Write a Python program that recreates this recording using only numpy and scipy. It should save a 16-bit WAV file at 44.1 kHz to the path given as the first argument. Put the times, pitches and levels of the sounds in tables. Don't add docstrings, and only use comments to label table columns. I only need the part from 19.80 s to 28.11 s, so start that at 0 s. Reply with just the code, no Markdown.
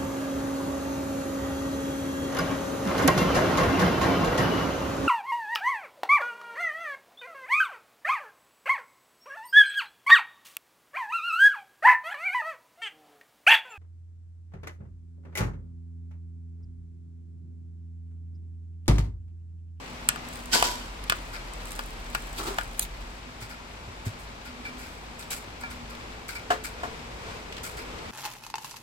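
import sys
import numpy as np
from scipy import signal
from scipy.fft import rfft, irfft, next_fast_len
from scipy.io import wavfile
from scipy.ndimage import uniform_filter1d

SR = 44100
rng = np.random.default_rng(int(sys.argv[2]) if len(sys.argv) > 2 else 0)


def persist_wave(psi):
    counts = np.round(np.clip(psi, -1, 1) * 32767).astype(np.int16)
    wavfile.write(sys.argv[1], SR, np.atleast_2d(counts).T)


N = 366471
T = np.arange(N) / SR
AGE = T[:SR // 2]

# (time [s], touched bowl spot [Hz], bowl level [dB], touched steel spot [Hz], steel level [dB],
# tip level [dB], tip pitch [Hz], bowl lean to the left [dB])
CLICKS = [(0.2877, 1440, -29, 3300, -21, -17.5, 8240, 17), (0.358, 1250, -36, 2900, -43, -48, 7900, 5),
          (0.8245, 855, -18, 3170, -23.5, -27, 7900, 2), (1.297, 1290, -29, 3200, -20, -26.5, 8500, 5),
          (1.321, 1150, -24, 3000, -30, -44, 8500, 2), (1.9907, 1080, -32, 3500, -34.5, -41.5, 8500, 5),
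          (2.3482, 1470, -25, 2150, -27.5, -34, 8100, 12), (2.7835, 700, -29.5, 3000, -32, -43, 6900, 4),
          (2.7845, 1460, -26.5, 2610, -35, -42, 8150, 4), (2.810, 1480, -33.5, 3000, -43, -48, 8400, 3),
          (2.9937, 790, -43, 3700, -33.5, -21.5, 8700, 4)]
# (frequency [Hz], level [dB], t60 [s])
BOWL_MODES = [(720, 0, 0.024), (870, 3, 0.015), (1110, -4, 0.025), (1200, -0.5, 0.025), (1430, 1.5, 0.026),
              (1640, -1, 0.021)]
# (frequency [Hz], level [dB], t60 [s])
SHAFT_MODES = [(1730, 13.5, 0.013), (2430, 4.5, 0.015), (2730, 3, 0.011), (3070, 1.5, 0.012),
               (3394, -0.5, 0.014), (4130, -3, 0.012), (4750, 2, 0.014)]
# (multiple of tip pitch, level [dB], t60 [s])
TIP_MODES = [(.95, -26, 0.037), (1.01, 25, 0.0039), (1.22, -14, 0.0026), (1.4, -3, 0.023),
             (1.75, 6, 0.0087)]

# (time of hardest pull [s], crackle level [dB])
STROKES = [(0.52, -46), (1.36, -49.5), (1.89, -44), (2.38, -49), (2.63, -43)]
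STROKE_RISE_DB_PER_S, STROKE_FALL_DB_PER_S = 139, 42
STIR_END_S, IDLE_CRACKLE_DB = 3.4, -60.5
# (time [s], relative level [dB], pitch [Hz])
SMACKS = [(0.4878, -28, 8200), (0.557, -25.5, 8650), (0.6575, -26, 8800), (1.2394, -25, 10400),
          (1.736, -26, 8500), (1.855, -25, 8640), (1.908, -26, 8900), (1.9185, -22, 8660),
          (1.929, -27, 11000), (1.960, -25, 8900), (2.037, -32, 7800), (2.061, -31, 10500),
          (2.3013, -31, 7850), (2.5303, -29, 7730), (2.834, -27, 8400)]
# (frequency [Hz], level [dB])
SNAP_COLOUR = [(1500, -23), (4000, -7), (8400, -6.5), (11000, -7.5), (15500, -13)]
PING_HZ, PING_SPREAD_OCT = 8700, 0.1

# (time [s], slosh [dB], groan [dB], squish [dB], slosh fall [dB/s])
SHOVES = [(2.594, -32.5, -41, -32, 120), (2.684, -31.5, -33, -37, 300), (2.712, -44, -32, -57, 220)]
# (frequency [Hz], level [dB])
SLOSH_COLOUR = [(150, -7.5), (280, -2), (390, 3), (550, -9), (900, -1), (1350, -0.5), (2000, -12.5),
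                (4500, -14.5), (8000, -20.5), (15000, -33)]
SHOVE_RISE_DB_PER_S = 550
SQUISH_LEAD_S, SQUISH_RISE_DB_PER_S, SQUISH_FALL_DB_PER_S = 0.0075, 1100, 450
GROAN_HZ, GROAN_RISE_DB_PER_S, GROAN_FALL_DB_PER_S = 384.6, 1500, 1100

SLIDE_S, SLIDE_DB, SLIDE_RISE_DB_PER_S, SLIDE_FALL_DB_PER_S = 3.028, -30, 448, 652

# (time [s], level [dB], pitch [Hz])
TICKS = [(3.05, -41.5, 2200), (5.426, -45, 3000), (6.15, -44, 1500), (7.724, -39, 2400), (7.767, -41, 2880),
         (7.780, -39.5, 2200)]
# (time [s], level [dB], touched spot [Hz])
CLINKS = [(4.851, -35, 2300), (5.835, -32, 1170), (6.555, -39, 2300)]
# (frequency [Hz], level [dB], t60 [s])
SHAKER_MODES = [(756, -2, 0.073), (930, -1, .04), (1400, -6, 0.18), (1670, 6, .05), (2335, 5, .17),
                (4580, 2, 0.066)]

# (time [s], relative hiss [dB], relative hollow body [dB], rise [s], t60 [s])
SWISHES = [(1.526, -33, -24, 0.014, 0.25), (3.606, -27, -25, 0.013, 0.16), (3.691, -31.5, -25, 0.019, 0.17),
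           (4.25, -28.5, -28, 0.015, 0.17), (4.385, -34, -42, 0.02, 0.22), (4.645, -33.5, -26, 0.015, 0.16),
           (4.849, -42, -33, .007, 0.29), (4.974, -39, -36.5, 0.018, 0.85),
           (5.3902, -32.5, -34, 0.0047, 0.26), (5.506, -19, -24, 0.0042, 0.26),
           (5.802, -30, -27, 0.016, 0.14), (5.905, -33, -30.5, 0.0049, 0.18), (6.095, -37, -32, 0.009, .15),
           (6.485, -30, -26, 0.0022, 0.25), (6.547, -33.5, -27.5, 0.0054, 0.21),
           (6.84, -25.5, -25, 0.0032, 0.22), (7.834, -27, -30.5, 0.0053, 0.34),
           (7.969, -35.5, -30, 0.0061, 0.3)]
# (frequency [Hz], level [dB])
SWISH_COLOUR = [(1500, -2), (3000, 1.5), (5000, -1), (8000, 4.5), (12000, -0.5), (15500, -8)]
# (frequency [Hz], level [dB])
SWISH_BODY_COLOUR = [(700, -23), (1100, -16), (1400, 6.5), (1850, -6.5), (2350, 4.5), (2800, -17),
                     (5000, -3.5), (8000, -44)]

# (time [s], level [dB], crack's gain above 1500 Hz [dB])
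KNOCKS = [(6.703, -17.5, 6), (7.032, -27.5, 0.92)]
# (frequency [Hz], level [dB], t60 [s])
WOOD_MODES = [(257, -10, 0.3), (434, -8.5, 0.42), (520, -13, 0.26), (603, -17, .12), (710, 2, 0.18),
              (753, -4, 0.11), (901, -2, 0.083), (1077, 0.5, 0.13), (1380, 4, 0.072), (1635, 1, .08),
              (1690, -1, 0.13), (2070, -11, .08), (2700, -9, .06), (3010, -6.5, 0.054)]
# (frequency [Hz], level [dB])
KNOCK_COLOUR = [(150, -19), (300, 4), (800, 2), (1600, -2.5), (2500, -11.5), (4000, -15.5), (8000, -20.5),
                (15000, -34)]
# (time [s], level [dB], pitch [Hz])
BUMPS = [(3.616, -29, 110), (4.078, -26.5, 82.4), (4.262, -16.5, 103)]

# (time [s], relative level [dB])
CRASHES = [(0.733, -15), (0.845, -25), (0.91, -35.5)]
CRASH_RISE_DB_PER_S, CRASH_FALL_DB_PER_S = 1400, 195
CRASH_TAIL_DB, CRASH_TAIL_FALL_DB_PER_S = -11.5, 80
SING_DB, SING_FALL_DB_PER_S = -16, 66
# (frequency [Hz], level [dB])
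RATTLE_COLOUR = [(120, -17), (350, -6), (600, -9.5), (900, -4.5), (1250, -9), (1550, -5), (2300, -9),
                 (3200, -10.5), (4700, -9.5), (6300, -10), (8000, -14), (11500, -17.5), (15500, -29)]
# (frequency [Hz], width [Hz], level [dB])
CLATTER_MODES = [(930, 95, 3), (1486, 49, 2.5), (3190, 110, 6), (3800, 60, -3), (4300, 95, 1),
                 (4570, 90, 4), (4910, 100, 3), (5420, 110, 4), (7520, 120, -1), (7900, 180, -4)]
# (frequency [Hz], level [dB])
CLATTER_TONES = [(882, 0), (977, 7), (1088, 0), (1495, -3), (2984, 2), (3434, 1), (3768, -5), (4614, -7)]

# (frequency [Hz], level [dB])
HISS_COLOUR = [(25, -12), (55, -9.5), (76, -5.5), (170, -9.5), (300, -12), (480, -12.5), (600, -12.5),
               (1000, -11), (1740, -16.5), (2350, -15.5), (3080, -20), (4870, -24), (8500, -33),
               (13000, -41.5), (16000, -54)]
# (time [s], relative level [dB])
HISS_LEVEL = [(0, -42.5), (2.7, -44), (3.3, -45), (6.4, -44.5), (8.3, -41.5)]
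RUSH_DB, RUSH_NEAR_S, RUSH_RISE_DB_PER_S = -48, 7.9, 4.5
# (start [s], end [s], level [dB])
DRONE_SPELLS = [(0.66, 3.36, -42.5)]
DRONE_HZ, MAINS_HZ, MAINS_DB, RUMBLE_DB = 40.7, 51.1, -50, -52
# (start [s], end [s], level [dB])
HUM_SWELLS = [(0, 1.05, -54), (4.64, 5.06, -49.5), (5.82, 6.2, -49.5)]
HUM_HZ, HUM_DB = 244, -57

# (frequency [Hz], correlation)
LIKENESS = [(60, 0.93), (200, 0.99), (400, 0.46), (1000, 0.46), (3000, 0.015), (6000, 0.09), (8500, 0.97),
            (15000, 0.58)]
PORT_LAG_MS, TOP_HZ = 0.2556, 16200


def undb(db):
    return 10 ** (np.asarray(db) / 20)


def unit(x):
    return x / np.sqrt(np.mean(x ** 2))


def struck(x):
    return x / np.sqrt(np.mean(x[..., :SR // 100] ** 2))


def curve(rows):
    return undb(np.interp(T, *np.transpose(rows)))


def across(hz, points):
    f, v = np.transpose(points)
    return np.interp(np.log(hz + 1), np.log(f), v)


def colour(x, points):
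    n = next_fast_len(x.shape[-1])
    hz = np.arange(n // 2 + 1) * SR / n
    shaped = irfft(rfft(x, n) * undb(across(hz, points)), n)
    return unit(shaped[..., :x.shape[-1]])


def noise(n):
    m = next_fast_len(n)
    alike = across(np.arange(m // 2 + 1) * SR / m, LIKENESS)
    mid, side = rfft(rng.standard_normal((2, m))) * np.sqrt([1 + alike, 1 - alike])
    return unit(irfft(np.array([mid + side, mid - side]), m)[:, :n])


def walk(rate_hz):
    k = int(SR / rate_hz)
    steps = np.repeat(rng.standard_normal(N // k + 1), k)
    return unit(uniform_filter1d(steps, k)[:N])


def tone(hz, wander_hz, rate_hz):
    return np.sqrt(2) * np.sin(2 * np.pi * np.cumsum(hz + wander_hz * walk(rate_hz)) / SR)


def fade(t60):
    return np.exp(-np.log(1000) * AGE / max(t60, 1e-3))


def onset(rise_s):
    return 1 - np.exp(-(AGE / rise_s) ** 2)


def swell(s, db, rise_db_per_s, fall_db_per_s):
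    return undb(db - np.maximum(rise_db_per_s * (s - T), fall_db_per_s * (T - s)))


def spells(rows, ramp_s):
    return sum(undb(db) * np.clip(np.minimum(T - start, end - T) / ramp_s + .5, 0, 1)
               for start, end, db in rows)


def ring(modes, scatter=0.):
    out = 0
    for hz, db, t60 in modes:
        detune, phase = rng.uniform(-1, 1, 2)
        wave = np.sin(2 * np.pi * (hz * (1 + scatter * detune) * AGE + phase))
        out = out + undb(db) * fade(t60) * wave
    return np.array([out, out])


def touched(modes, spot_hz, db_per_oct):
    return [(hz, db - db_per_oct * abs(np.log2(hz / spot_hz)), t60) for hz, db, t60 in modes]


def pan(x, left_db):
    return x * undb(np.array([[left_db], [-left_db]]) / 2)


def add(out, s, x):
    i = int(s * SR)
    out[:, i:i + x.shape[1]] += x[:, :N - i]


def chopsticks(thud_t60=0.036, crack=0.31, thud_share=0.37, spread_s=0.00068,
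               bowl_focus_db_per_oct=16, steel_focus_db_per_oct=12):
    out = np.zeros((2, N))
    contact = onset(.0006)
    for s, hz, bowl_db, steel_hz, steel_db, tip_db, tip_hz, left_db in CLICKS:
        burst = noise(len(AGE))
        thud = colour(burst, [(200, -20), (hz / 2, -11), (hz, 0), (2 * hz, -6), (6000, -24)])
        thud = struck(thud * fade(thud_t60))
        snap = colour(burst, [(1200, -6.5), (2800, -5), (5000, 1.0), (7000, -6), (12000, -29)])
        snap = struck(snap * fade(0.033))
        spit = colour(burst, [(tip_hz / 2, -18), (tip_hz, 0), (1.5 * tip_hz, -4), (2 * tip_hz, -13)])
        spit = struck(spit * fade(.011))

        wall = struck(ring(touched(BOWL_MODES, hz, bowl_focus_db_per_oct), scatter=0.016))
        wall = pan(wall + thud_share * thud, left_db)
        shafts = struck(ring(touched(SHAFT_MODES, steel_hz, steel_focus_db_per_oct), scatter=0.0093))
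        shafts = shafts + crack * snap
        tips = struck(ring([(k * tip_hz, db, t60) for k, db, t60 in TIP_MODES], scatter=0.014)) + .6 * spit

        add(out, s, undb(tip_db) * struck(tips * contact))
        add(out, s + spread_s, undb(bowl_db) * struck(wall * contact))
        add(out, s + spread_s, undb(steel_db) * struck(shafts * contact))
    return out


def sauce(smack_db=-4, snap_db=-3, blip_db=-11, blips_per_s=60, fizz_db=-5, fizz_per_s=260,
          squelch_db=-6, grain_db=4, spread_db=2.5, smack_t60=0.0079):
    out = np.zeros((2, N))
    stir = sum(swell(s, db, STROKE_RISE_DB_PER_S, STROKE_FALL_DB_PER_S) for s, db in STROKES)
    stir = np.maximum(stir, undb(IDLE_CRACKLE_DB) * (T < STIR_END_S))

    for s, db, hz in SMACKS:
        snap = colour(noise(len(AGE)), SNAP_COLOUR) * fade(.008)
        smack = ring([(hz, 0, smack_t60)]) + undb(snap_db) * snap
        add(out, s, undb(db + smack_db) * smack * onset(0.00025))

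    chance = rng.random((300, 4))
    times = np.cumsum(-np.log(chance[:, 0])) / blips_per_s
    for s, (_, pitch, size, length) in zip(times, chance):
        if s < STIR_END_S:
            db = blip_db + spread_db * min(-np.log(size), 2)
            hz = PING_HZ * 2 ** (PING_SPREAD_OCT * (2 * pitch - 1))
            ping = np.sin(2 * np.pi * hz * AGE) * fade(smack_t60 * length)
            add(out, s, stir[int(s * SR)] * undb(db) * struck(np.array([ping, ping])))

    pops = (rng.random(N) < fizz_per_s / SR) * rng.standard_normal(N)
    fizz = colour(pops, SNAP_COLOUR)
    squelch = colour(noise(N), [(800, -14), (2400, 1), (5000, -6), (8500, -1), (12000, -6), (15500, -17)])
    squelch = squelch * unit(undb(grain_db * walk(250)))
    return out + (undb(fizz_db) * fizz + undb(squelch_db) * squelch) * stir


def drag(grain_db=2.2, groan_wander_hz=25, left_db=1):
    slosh = colour(noise(N), SLOSH_COLOUR) * unit(undb(grain_db * walk(400)))
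    squish = colour(noise(N), [(1500, -14), (3000, 1), (4500, 2), (6000, -8), (8500, -5), (15000, -11)])
    groan = tone(GROAN_HZ, groan_wander_hz, 150)
    out = 0
    for s, slosh_db, groan_db, squish_db, fall in SHOVES:
        out = out + slosh * swell(s, slosh_db, SHOVE_RISE_DB_PER_S, fall)
        out = out + groan * swell(s, groan_db, GROAN_RISE_DB_PER_S, GROAN_FALL_DB_PER_S)
        out = out + squish * swell(s - SQUISH_LEAD_S, squish_db, SQUISH_RISE_DB_PER_S, SQUISH_FALL_DB_PER_S)
    return pan(out, left_db)


def slide(grain_db=3):
    scrape = colour(noise(N), [(1200, -10), (2600, -2), (3100, -12), (3700, 4), (5400, -15), (6600, 3),
                               (7300, -7), (8400, -2), (10000, -1), (11900, 1), (13200, -13), (15500, -6)])
    scrape = scrape * unit(undb(grain_db * walk(900)))
    return scrape * swell(SLIDE_S, SLIDE_DB, SLIDE_RISE_DB_PER_S, SLIDE_FALL_DB_PER_S)


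def ticks(t60=0.043):
    out = np.zeros((2, N))
    for s, db, hz in TICKS:
        tick = colour(noise(len(AGE)), [(hz / 4, -18), (.7 * hz, 0), (1.3 * hz, 0), (3 * hz, -12), (15000, -26)])
        add(out, s, undb(db) * struck(tick * fade(t60) * onset(0.00036)))
    for s, db, hz in CLINKS:
        clink = ring(touched(SHAKER_MODES, hz, db_per_oct=11))
        add(out, s, undb(db) * struck(clink * onset(0.0012)))
    return out


def swishes(hiss_db=-8, body_db=-8, lead_s=0.0046, body_lag_s=0.0066, grain_db=2.0, left_db=3):
    out = np.zeros((2, N))
    for s, hiss, body, rise_s, t60 in SWISHES:
        shape = fade(t60) * onset(rise_s)
        bright = colour(noise(len(AGE)), SWISH_COLOUR)
        hollow = pan(colour(noise(len(AGE)), SWISH_BODY_COLOUR), left_db)
        add(out, s - lead_s, undb(hiss + hiss_db) * shape * bright)
        add(out, s - lead_s + body_lag_s, undb(body + body_db) * shape * hollow)
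    return out * undb(grain_db * walk(400))


def table(mode_db=-1.0, twin_db=-6, crack_db=-6, crack_t60=0.19, bump_t60=0.11, bump_rise_s=0.0069, left_db=2):
    out = np.zeros((2, N))
    for s, db, treble_db in KNOCKS:
        spectrum = [(hz, d + treble_db * (hz > 1500)) for hz, d in KNOCK_COLOUR]
        crack = struck(colour(noise(len(AGE)), spectrum) * fade(crack_t60))
        wood = struck(ring(WOOD_MODES) + undb(twin_db) * ring(WOOD_MODES, scatter=0.063))
        knock = undb(mode_db) * wood + undb(crack_db) * crack
        add(out, s, undb(db) * pan(knock, left_db) * onset(0.00092))
    for s, db, hz in BUMPS:
        bump = ring([(hz, 0, bump_t60), (245, -8, .07), (380, -12, .06)])
        add(out, s, undb(db) * bump * onset(bump_rise_s))
    return out


def clatter(ring_db=-5, rattle_db=-2, grain_db=3.0, sing_beat_db=4, sing_wander_hz=14, low_lag_s=.006):
    modes = ring([(hz, db, np.log(1000) / np.pi / width) for hz, width, db in CLATTER_MODES])
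    ringing = unit(signal.fftconvolve(noise(N), modes[:1], axes=1)[:, :N])
    rattle = colour(noise(N), RATTLE_COLOUR) * undb(grain_db * walk(700))
    power = sing_power = 0
    for s, db in CRASHES:
        power = power + swell(s, db, CRASH_RISE_DB_PER_S, CRASH_FALL_DB_PER_S) ** 2
        power = power + swell(s, db + CRASH_TAIL_DB, CRASH_RISE_DB_PER_S, CRASH_TAIL_FALL_DB_PER_S) ** 2
        sing_power = sing_power + swell(s, db + SING_DB, CRASH_RISE_DB_PER_S, SING_FALL_DB_PER_S) ** 2
    crash = (undb(ring_db) * ringing + undb(rattle_db) * rattle) * np.sqrt(power)

    lows = signal.sosfiltfilt(signal.butter(4, 1800, fs=SR, output="sos"), crash)
    out = crash - lows
    add(out, low_lag_s, lows)

    tones = 0
    for hz, db in CLATTER_TONES:
        beat = undb(db + sing_beat_db * walk(34.95))
        cycles = np.cumsum(hz + sing_wander_hz * walk(89.9)) / SR
        tones = tones + beat * np.sin(2 * np.pi * (cycles + rng.random((2, 1))))
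    return out + unit(tones) * np.sqrt(sing_power)


def rain(hiss_db=2, drop_db=-12, left_db=2.0):
    hiss = colour(noise(N), HISS_COLOUR) * undb(.7 * walk(7))
    patter = colour(noise(N), [(400, -22), (1000, 4.0), (2500, 9.0), (5000, 3.0), (12000, -22)])
    patter = patter * unit(undb(6.3 * np.minimum(walk(120), 2)))
    return pan(undb(hiss_db) * hiss + undb(drop_db) * patter, left_db) * curve(HISS_LEVEL)


def rush():
    far = colour(noise(N), [(120, 1), (260, 2.0), (450, 21.5), (800, -3), (1500, -12), (4000, -51)])
    return far * swell(RUSH_NEAR_S, RUSH_DB, RUSH_RISE_DB_PER_S, 0)


def hums(drone_wander_hz=2.45, hum_waver_db=2.0, hum_wander_hz=4):
    rumble = colour(rng.standard_normal(N), [(20, -64), (34, -12), (42, -10), (50, -1.0), (58, -4.5),
                                             (90, -20), (300, -80)])
    mains = np.sqrt(2) * np.sin(2 * np.pi * MAINS_HZ * T)
    drone = tone(DRONE_HZ, drone_wander_hz, 6) * spells(DRONE_SPELLS, ramp_s=0.07)
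    blur = colour(noise(N), [(150, -58), (228, -20.5), (243, -16.0), (259, -20.5), (400, -86)])
    firm = tone(HUM_HZ, hum_wander_hz, 15) * spells(HUM_SWELLS, ramp_s=0.042)
    hum = (undb(HUM_DB) * blur + firm) * undb(hum_waver_db * walk(11))
    return undb(RUMBLE_DB) * rumble + undb(MAINS_DB) * mains + drone + hum


def room(x, wet_db=-15, t60=0.17):
    tail = colour(noise(len(AGE)), [(300, -1.0), (3000, 3.5), (8000, -2.5), (15000, -19)])
    tail = tail * fade(t60) * onset(0.0021)
    tail = tail / np.sqrt(np.sum(tail[0] ** 2))
    return x + undb(wet_db) * signal.fftconvolve(x, tail, axes=1)[:, :N]


def scene():
    hits = room(chopsticks() + sauce() + table() + ticks())
    return hits + drag() + slide() + swishes() + clatter() + rain() + rush() + hums()


def record(dry):
    n = next_fast_len(N + SR // 10)
    hz = np.arange(n // 2 + 1) * SR / n
    left = irfft(rfft(dry[0], n) * np.exp(-2j * np.pi * hz * PORT_LAG_MS / 1000), n)[:N]
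    lowpass = signal.ellip(8, .2, 70, TOP_HZ, fs=SR, output="sos")
    return signal.sosfilt(lowpass, np.array([left, dry[1]]))


dry = scene()
out = record(dry)
persist_wave(out)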